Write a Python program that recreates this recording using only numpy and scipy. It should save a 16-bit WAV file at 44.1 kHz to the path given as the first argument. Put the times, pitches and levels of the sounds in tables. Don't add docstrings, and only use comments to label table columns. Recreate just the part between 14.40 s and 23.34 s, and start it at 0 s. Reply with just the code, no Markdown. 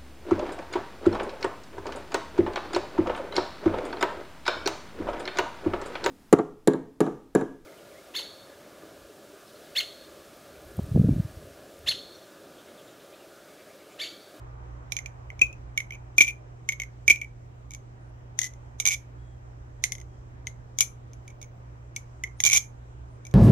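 import sys
import numpy as np
from scipy import signal
from scipy.io import wavfile

SR = 44100
rng = np.random.default_rng(int(sys.argv[2]) if len(sys.argv) > 2 else 0)


def level_to_linear(level):
    exponent = np.asarray(level, float) / 20
    return 10 ** exponent


def materialize(psi):
    bounded = np.clip(np.atleast_2d(psi).T, -1, 1)
    quanta = np.round(bounded * 32767).astype(np.int16)
    wavfile.write(sys.argv[1], SR, quanta)


N = 394254
SPAN, RUN_UP, PORT_GAP = 4800, 800, 17

# centre_hz, width_hz, level_db
CRACK_PEAKS = [(850, 1400, -23.5), (2970, 670, -12), (3540, 820, -7.5), (5820, 380, -2), (6280, 180, 7),
               (6810, 680, 0), (7237, 1100, -7), (9000, 550, -14), (10800, 1600, -15), (13600, 1500, -23.5),
               (15000, 750, -28)]
# pitch_hz, level_db, t60_s
BLADE_MODES = [(3480, -30, .05), (5664, -25.5, 0.03), (6360, -18.5, 0.06), (6510, -22.5, 0.041),
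               (7070, -27, 0.063), (9190, -39.5, 0.14), (9700, -41.5, 0.11), (10600, -38, .09),
               (11000, -40.5, 0.08), (11640, -39.5, .09), (12880, -38.5, .1), (13856, -41.5, .08)]
# pitch_ratio, level_db, t60_s, start_rad
HANDLE_MODES = [
    (1.005, 0, 0.025, 1.5),
    (1.045, -8, 0.029, 3.5),
    (.96, -14, 0.036, 4),
    (1.01, -24, 0.13, -0.5),
    (0.88, -32, 0.088, 1.0),
]
# pitch_hz, level_db, t60_s
PALM_MODES = [
    (274.8, -1, 0.032),
    (370, -1, 0.033),
    (600, -6.5, .025),
]
# pitch_hz, level_db, t60_s
CROSS_MODES = [(3080, 2, 0.015), (5850, -3, 0.012), (11750, -7, 0.012)]


def knife():
    spit, ring, thud = np.zeros((3, 2, N + SPAN))
    t = np.arange(SPAN) / SR - RUN_UP / SR
    after = np.maximum(t, 0)
    lead_in_swell = level_to_linear(-35 + 60 * t / 0.05)
    snap = level_to_linear(-60 * after / 0.0074)
    pin_buzz = level_to_linear(-19.0 - 60 * after / 0.074)
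    burst = np.where(t < 0, lead_in_swell, snap + pin_buzz)
    for s, crack_db, ring_db, hz, gripped, pan_db, lead_ms in contacts():
        at = round(s * SR) - RUN_UP
        here = slice(at, at + SPAN)

        damping, dull, lift_db = 2.2 ** gripped, 0.9 * gripped, 5.5 * gripped
        noise = rng.standard_normal((2, SPAN)) * burst
        near, other = (noise + dull * np.roll(noise, 1, axis=1)) / (1 + dull)

        contact_s = 0.00061 * level_to_linear(0.55 * (ring_db - crack_db))
        handle = modes(t, np.array(HANDLE_MODES) / [1, 1, damping, 1], hz, contact_s,
                       spread_db=-0.13, spread_rad=0.37)
        blade = modes(t, BLADE_MODES, 1.0, rise_s=0.0003, spread_db=5.0, spread_rad=5.1)
        cross = modes(t, CROSS_MODES, 1.0, rise_s=0.00041, spread_db=2.5, spread_rad=3.4)
        palm = modes(t, PALM_MODES, 1.0, rise_s=0.0006, spread_db=4.5, spread_rad=1.0)

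        body = level_to_linear(ring_db + 2.5 + 2200 * contact_s + lift_db) * handle
        body += level_to_linear(crack_db) * blade
        body += level_to_linear(ring_db - 19 + 4.3 * gripped) * cross
        thud[:, here] += level_to_linear(1.9 * ring_db - 30) * palm
        ring[0, here] += level_to_linear(pan_db / 2) * np.roll(body, -round(lead_ms * SR / 1000))
        ring[1, here] += level_to_linear(-pan_db / 2) * body
        right = 0.7 * np.roll(near, PORT_GAP) + 1.1 * other
        spit[0, here] += level_to_linear(crack_db + 2.5 + pan_db / 2) * near
        spit[1, here] += level_to_linear(crack_db - pan_db / 2) * right

    crack = 0
    for k, (hz, width_hz, db) in enumerate(CRACK_PEAKS):
        crack = crack + (-1) ** k * level_to_linear(db + 10) * resonance(spit + 1e-18, hz, width_hz)
    no_lows = signal.butter(6, 1850, "high", fs=SR, output="sos")
    ring = signal.sosfilt(no_lows, ring + 1e-18)
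    return (ring + thud + crack)[:, :N]


# start_s, crack_db, ring_db, pitch_hz
SLAM_BLOWS = [(1.0162, -19.5, -2.5, 2498), (1.7817, -8.5, -2.5, 2370), (1.8059, -16.5, -1.5, 2310),
              (1.8113, -10, -5.5, 2390), (1.8183, -15.5, -9, 2370), (2.679, -12, -2, 2330),
              (2.6987, -14, -6, 2300), (2.7036, -16, -1.5, 2346), (2.7106, -15.5, -8, 2330),
              (2.8146, -35, -22, 2300), (4.0152, -18, -25, 2000), (4.042, -24.5, -30, 2020),
              (4.4535, -14, -16, 2310), (6.3865, -14.5, -27.5, 2280), (6.4068, -4, -19.5, 2330),
              (6.8785, -39, -41, 2310), (7.0149, -38, -47, 2300), (7.5625, -23, -26, 2264),
              (7.8369, -29, -17.5, 2088), (8.0375, -11.5, -17.5, 2310), (8.851, -42, -42.5, 2300),
              (8.867, -38, -42, 2330)]
# start_s, crack_db, ring_db, pitch_hz
STOP_BLOWS = [(0.5208, -21, -24, 2370), (0.5663, -23.5, -22.5, 2360), (0.5883, -30.5, -25.5, 2180),
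              (0.6594, -33.5, -29, 2404), (0.902, -48.5, -32, 2140), (0.993, -40, -30, 2360),
              (1.376, -19, -10, 2246), (1.4029, -31.5, -22, 2186), (1.5063, -42.5, -28, 2200),
              (1.5217, -47.5, -29.5, 2378), (2.2893, -18, -10, 2217), (2.3219, -30, -23, 2165),
              (2.3991, -28, -19, 2250), (2.4181, -31.5, -22, 2180), (3.9895, -13, -25, 1982),
              (4.3997, -14, -21, 2315), (5.4389, -8.5, -15.5, 2125), (5.5206, -20.5, -23.5, 2143),
              (6.0695, -26, -24, 2142), (8.0024, -14.5, -23, 2095)]
# start_s, crack_db, ring_db
LIGHT_REBOUNDS = [(1.0137, -31, -15), (1.0333, -40, -35), (1.0662, -45.5, -47), (1.1279, -48, -39.5),
                  (1.8225, -19.5, -22.5), (1.835, -28.5, -22), (1.8464, -31, -20.5), (2.3306, -42, -23.5),
                  (2.4344, -38.5, -30.5), (2.7145, -20.5, -19.5), (2.7296, -36.5, -22),
                  (2.7585, -35.5, -29), (3.3072, -38.5, -43.5), (3.3168, -41.5, -44),
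                  (3.3358, -35.5, -40.5), (3.3478, -34.5, -42), (3.9934, -26, -31), (4.136, -49, -54),
                  (4.4219, -37.5, -31.5), (5.5515, -34, -39.5), (5.5821, -40.5, -42.5), (5.6003, -43, -49),
                  (5.6137, -42.5, -43), (6.0734, -42.5, -30.5), (6.4249, -27, -32.5), (6.7329, -46, -56.5),
                  (7.0268, -39, -47), (7.8424, -53.5, -32.5), (7.873, -55, -37.5), (8.9119, -47, -56)]
# start_s, mean_gap_s, crack_db, ring_db, loss_db per touch
CHATTER_RUNS = [(1.5308, 0.0072, -48.5, -30, 2.5), (1.8702, .006, -32, -22, 1),
                (1.8791, 0.0064, -29, -18.5, 3), (2.8203, .012, -53.5, -37, 0),
                (4.0307, 0.0045, -28.5, -30.5, 3), (4.048, .0045, -30, -35.5, 1.5),
                (4.4632, 0.0083, -13, -17.5, 2), (4.5075, .006, -22.5, -25, 0),
                (4.524, .0035, -22.5, -25.5, 0.56), (6.412, .004, -19, -28, 3),
                (6.8996, 0.0041, -51.5, -48.5, 3), (7.0347, 0.0068, -52, -51, 4),
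                (8.0503, .0065, -12, -16, 0), (8.0781, .011, -15.5, -17, 1),
                (8.1175, .0055, -16, -19.5, -0.5), (8.138, .0034, -16.5, -20, 0),
                (8.175, .004, -16.5, -26, 5)]
CHATTER_TOUCHES = [4, 1, 5, 3, 2, 7, 5, 3, 7, 4, 3, 2, 4, 4, 4, 11, 3]
# time_s, left_right_db, left_lead_ms
HAND_PATH = [(0.5, -8.5, .12), (0.95, 1.5, .11), (1.4, -3, .11), (1.781, 0, .09), (2.7, -1, .075),
             (3.3, -3, .04), (4.0, 2, .04), (4.4, -3.5, .08), (4.55, -2.5, .05), (5.44, -3.5, -.1),
             (5.55, 0, .02), (6.4, 2, .02), (7.56, -5, -.06), (7.99, -0.5, -.03), (8.05, -8, 0.16),
             (8.181, -3.5, .06), (8.9, 0, 0.1)]


def contacts():
    gap_spread, touch_spread_db, pitch_spread, twist_spread_db = 0.15, 2.5, 0.012, 2.5
    free = [(*row, 0) for row in SLAM_BLOWS]
    gripped = [(*row, 1) for row in STOP_BLOWS]
    blows = np.array(sorted(free + gripped))
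    light = list(LIGHT_REBOUNDS)
    for (s, gap_s, crack_db, ring_db, loss_db), touches in zip(CHATTER_RUNS, CHATTER_TOUCHES):
        k, luck = np.arange(touches), rng.standard_normal((3, touches))
        times = s + gap_s * (k + gap_spread * luck[0] * (k > 0))
        cracks = crack_db - loss_db * k + touch_spread_db * luck[1]
        rings = ring_db - loss_db * k + touch_spread_db * luck[2]
        light += zip(times, cracks, rings)
    light = np.array(light)

    last = blows[np.searchsorted(blows[:, 0], light[:, 0]) - 1]
    hz = last[:, 3] * (1 + pitch_spread * rng.standard_normal(len(light)))
    rows = np.vstack([blows, np.column_stack([light, hz, last[:, 4]])])
    s, pan_db, lead_ms = np.transpose(HAND_PATH)
    twist_db = twist_spread_db * rng.standard_normal(len(rows))
    pan_db = np.interp(rows[:, 0], s, pan_db) + twist_db
    return np.column_stack([rows, pan_db, np.interp(rows[:, 0], s, lead_ms)])


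def modes(t, table, scale, rise_s, spread_db, spread_rad):
    ratio, db, t60, *start = np.transpose(table)[:, :, None]
    luck = rng.standard_normal((2, len(table), 1))
    t = np.maximum(t, 0)
    level = level_to_linear(db + spread_db * luck[0] - 60 * t / t60)
    phase = 2 * np.pi * ratio * scale * t + sum(start) + spread_rad * luck[1]
    return (level * np.sin(phase)).sum(axis=0) * (1 - np.exp(-t / rise_s))


def resonance(x, hz, width_hz):
    r = np.exp(-np.pi * width_hz / SR)
    zeros = np.array([1, 0, -1]) * (1 - r * r) / 2
    return signal.lfilter(zeros, [1, -2 * r * np.cos(2 * np.pi * hz / SR), r * r], x)


# centre_hz, level_db per Hz, t60_s
PORCH_TAIL = [(1500, 1, 0.23), (2300, 1, 0.2), (4000, -0.5, 0.16), (6500, 2.5, 0.19), (10000, 0, .2),
              (16000, -1, .17)]


def porch(x):
    t = np.arange(SR // 2) / SR
    white = rng.standard_normal((2, 2, len(t)))
    centres, _, t60s = np.transpose(PORCH_TAIL)
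    tail = 0
    for k, (hz, sos) in enumerate(bands(200)):
        decay = level_to_linear(at_hz(PORCH_TAIL, hz) - 60 * t / np.interp(hz, centres, t60s))
        tail = tail + decay * signal.sosfilt(sos, white[k % 2])
    tail *= 1 - np.exp(-(t / 0.006) ** 2)
    return level_to_linear(-42.0) * signal.fftconvolve(x, tail, axes=1)[:, :N]


def bands(low_hz):
    edges = low_hz * 2 ** np.arange(0, np.log2(19000 / low_hz), 1 / 3)
    return [(np.sqrt(a * b), signal.butter(2, [a, b], "band", fs=SR, output="sos"))
            for a, b in zip(edges, edges[1:])]


def at_hz(points, hz, column=1):
    points = np.array(points)
    return np.interp(np.log(hz), np.log(points[:, 0]), points[:, column])


# centre_hz, level_db per Hz
AIR_SPECTRUM = [(140, -5), (200, -12), (350, -8), (450, -11), (740, -12.5), (1300, -19), (2140, -26),
                (4300, -38), (6300, -33), (7300, -35), (8800, -52), (11000, -51.5), (14800, -50),
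                (16800, -60)]
# centre_hz, correlation
AIR_LIKENESS = [(60, 0.9), (130, 1), (290, 0.59), (640, -0.44), (1410, -0.56), (3100, -0.07), (6820, -0.43),
                (15000, -0.0)]
# centre_hz, left_right_db
PORT_TILT = [(60, -3), (180, -3.5), (550, -4), (1650, 0), (4970, 3), (15000, 0)]
# time_s, traffic_db, rumble_db
SWELLS = [(0, 9.5, -47), (1.0, 6.5, -46.5), (2.2, 3, -53), (3, 0.5, -50), (4, 3, -51), (5.6, 2.5, -47.5),
          (6.8, 3, -51), (8.4, 2, -48.5), (8.94, 4, -50)]


def outdoors():
    s, *columns = np.transpose(SWELLS)
    traffic_db, rumble_db = [np.interp(np.arange(N) / SR, s, c) for c in columns]
    opposite = np.array([[1], [-1]])
    out, white = 0, rng.standard_normal((2, 2, N))
    for k, (hz, sos) in enumerate(bands(124)):
        mid, side = signal.sosfilt(sos, white[k % 2])
        alike = np.clip(at_hz(AIR_LIKENESS, hz), -1, 1)
        far = np.exp(-np.log2(hz / 1100) ** 2 / 1.7)
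        gain = level_to_linear(at_hz(AIR_SPECTRUM, hz) - 36.0 + far * traffic_db + 1.3 * drift(4))
        pair = np.sqrt(1 + alike) * mid + np.sqrt(1 - alike) * side * opposite
        out = out + gain * pair * level_to_linear(at_hz(PORT_TILT, hz) / 2 * opposite)

    low = rng.standard_normal((2, N))
    main = resonance(resonance(low, 58, 5.4), 65, 25)
    low = main + level_to_linear(-9.5) * resonance(low, 42, 36) + level_to_linear(-14) * resonance(low, 85, 36)
    low = rms_one(signal.sosfilt(signal.butter(2, [28, 100], "band", fs=SR, output="sos"), low))
    return out + level_to_linear(rumble_db) * (low[0] * level_to_linear(-1.5 * opposite) + 0.2 * low[1] * opposite)


def drift(rate):
    r = np.exp(-80 * np.pi * rate / SR)
    slow = signal.lfilter([1], [1, -2 * r, r * r], rng.standard_normal(N // 40 + 2002))[2000:]
    return np.interp(np.arange(N) / 40, np.arange(len(slow)), rms_one(slow))


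def rms_one(x):
    return x / np.sqrt(np.mean(x ** 2) + 1e-20)


# pitch_hz, level_db rms
HUM_LINES = [
    (120, -48),
    (240, -72),
    (295, -74.5),
]


def hum():
    t = np.arange(N) / SR + np.array([[0.0003], [0]])
    wander = level_to_linear(0.49 * drift(7.6) + np.array([[-0.4], [0.4]]))
    lines = 0
    for hz, db in HUM_LINES:
        lines = lines + np.sqrt(2) * level_to_linear(db) * np.sin(2 * np.pi * hz * t + 0.08 * drift(4))
    return wander * lines


# start_s, length_s, pitch_hz, arch_hz, level_db
SQUEAK_CALLS = [
    (3.6, .12, 9250, 0, -89),
    (4.78, .18, 3330, 0, -79),
    (5.68, .12, 3270, 0, -82),
    (6.8, .08, 14600, 380, -96),
    (6.93, .27, 14700, 1000, -90),
    (7.965, .035, 9220, 0, -71),
    (8.68, .1, 9210, 0, -85),
]


def squeaks():
    sag_hz_per_s = 400
    out, waver = np.zeros(N), drift(30)
    for s, length, hz, arch_hz, db in SQUEAK_CALLS:
        t, at = np.arange(round(length * SR)) / SR, round(s * SR)
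        here = slice(at, at + len(t))
        pitch = hz + arch_hz * np.sqrt(np.sin(np.pi * t / length)) - sag_hz_per_s * t
        fade = np.clip(np.minimum(t, length - t) / 0.013, 0, 1)
        level = np.sqrt(2) * level_to_linear(db + 1.5 * waver[here])
        out[here] += fade * level * np.sin(2 * np.pi * np.cumsum(pitch) / SR)
    return out


def scene():
    dry = knife()
    return dry + porch(dry) + outdoors() + hum() + squeaks()


def low_pass(x):
    return signal.sosfilt(signal.butter(12, 16990, fs=SR, output="sos"), x)


def record(dry):
    headroom = 0.87
    rounded = headroom * np.tanh(1.1 * dry / headroom)
    top = signal.butter(10, 16100, fs=SR, output="sos")
    return low_pass(signal.sosfilt(top, rounded))


dry = scene()
out = record(dry)
materialize(out)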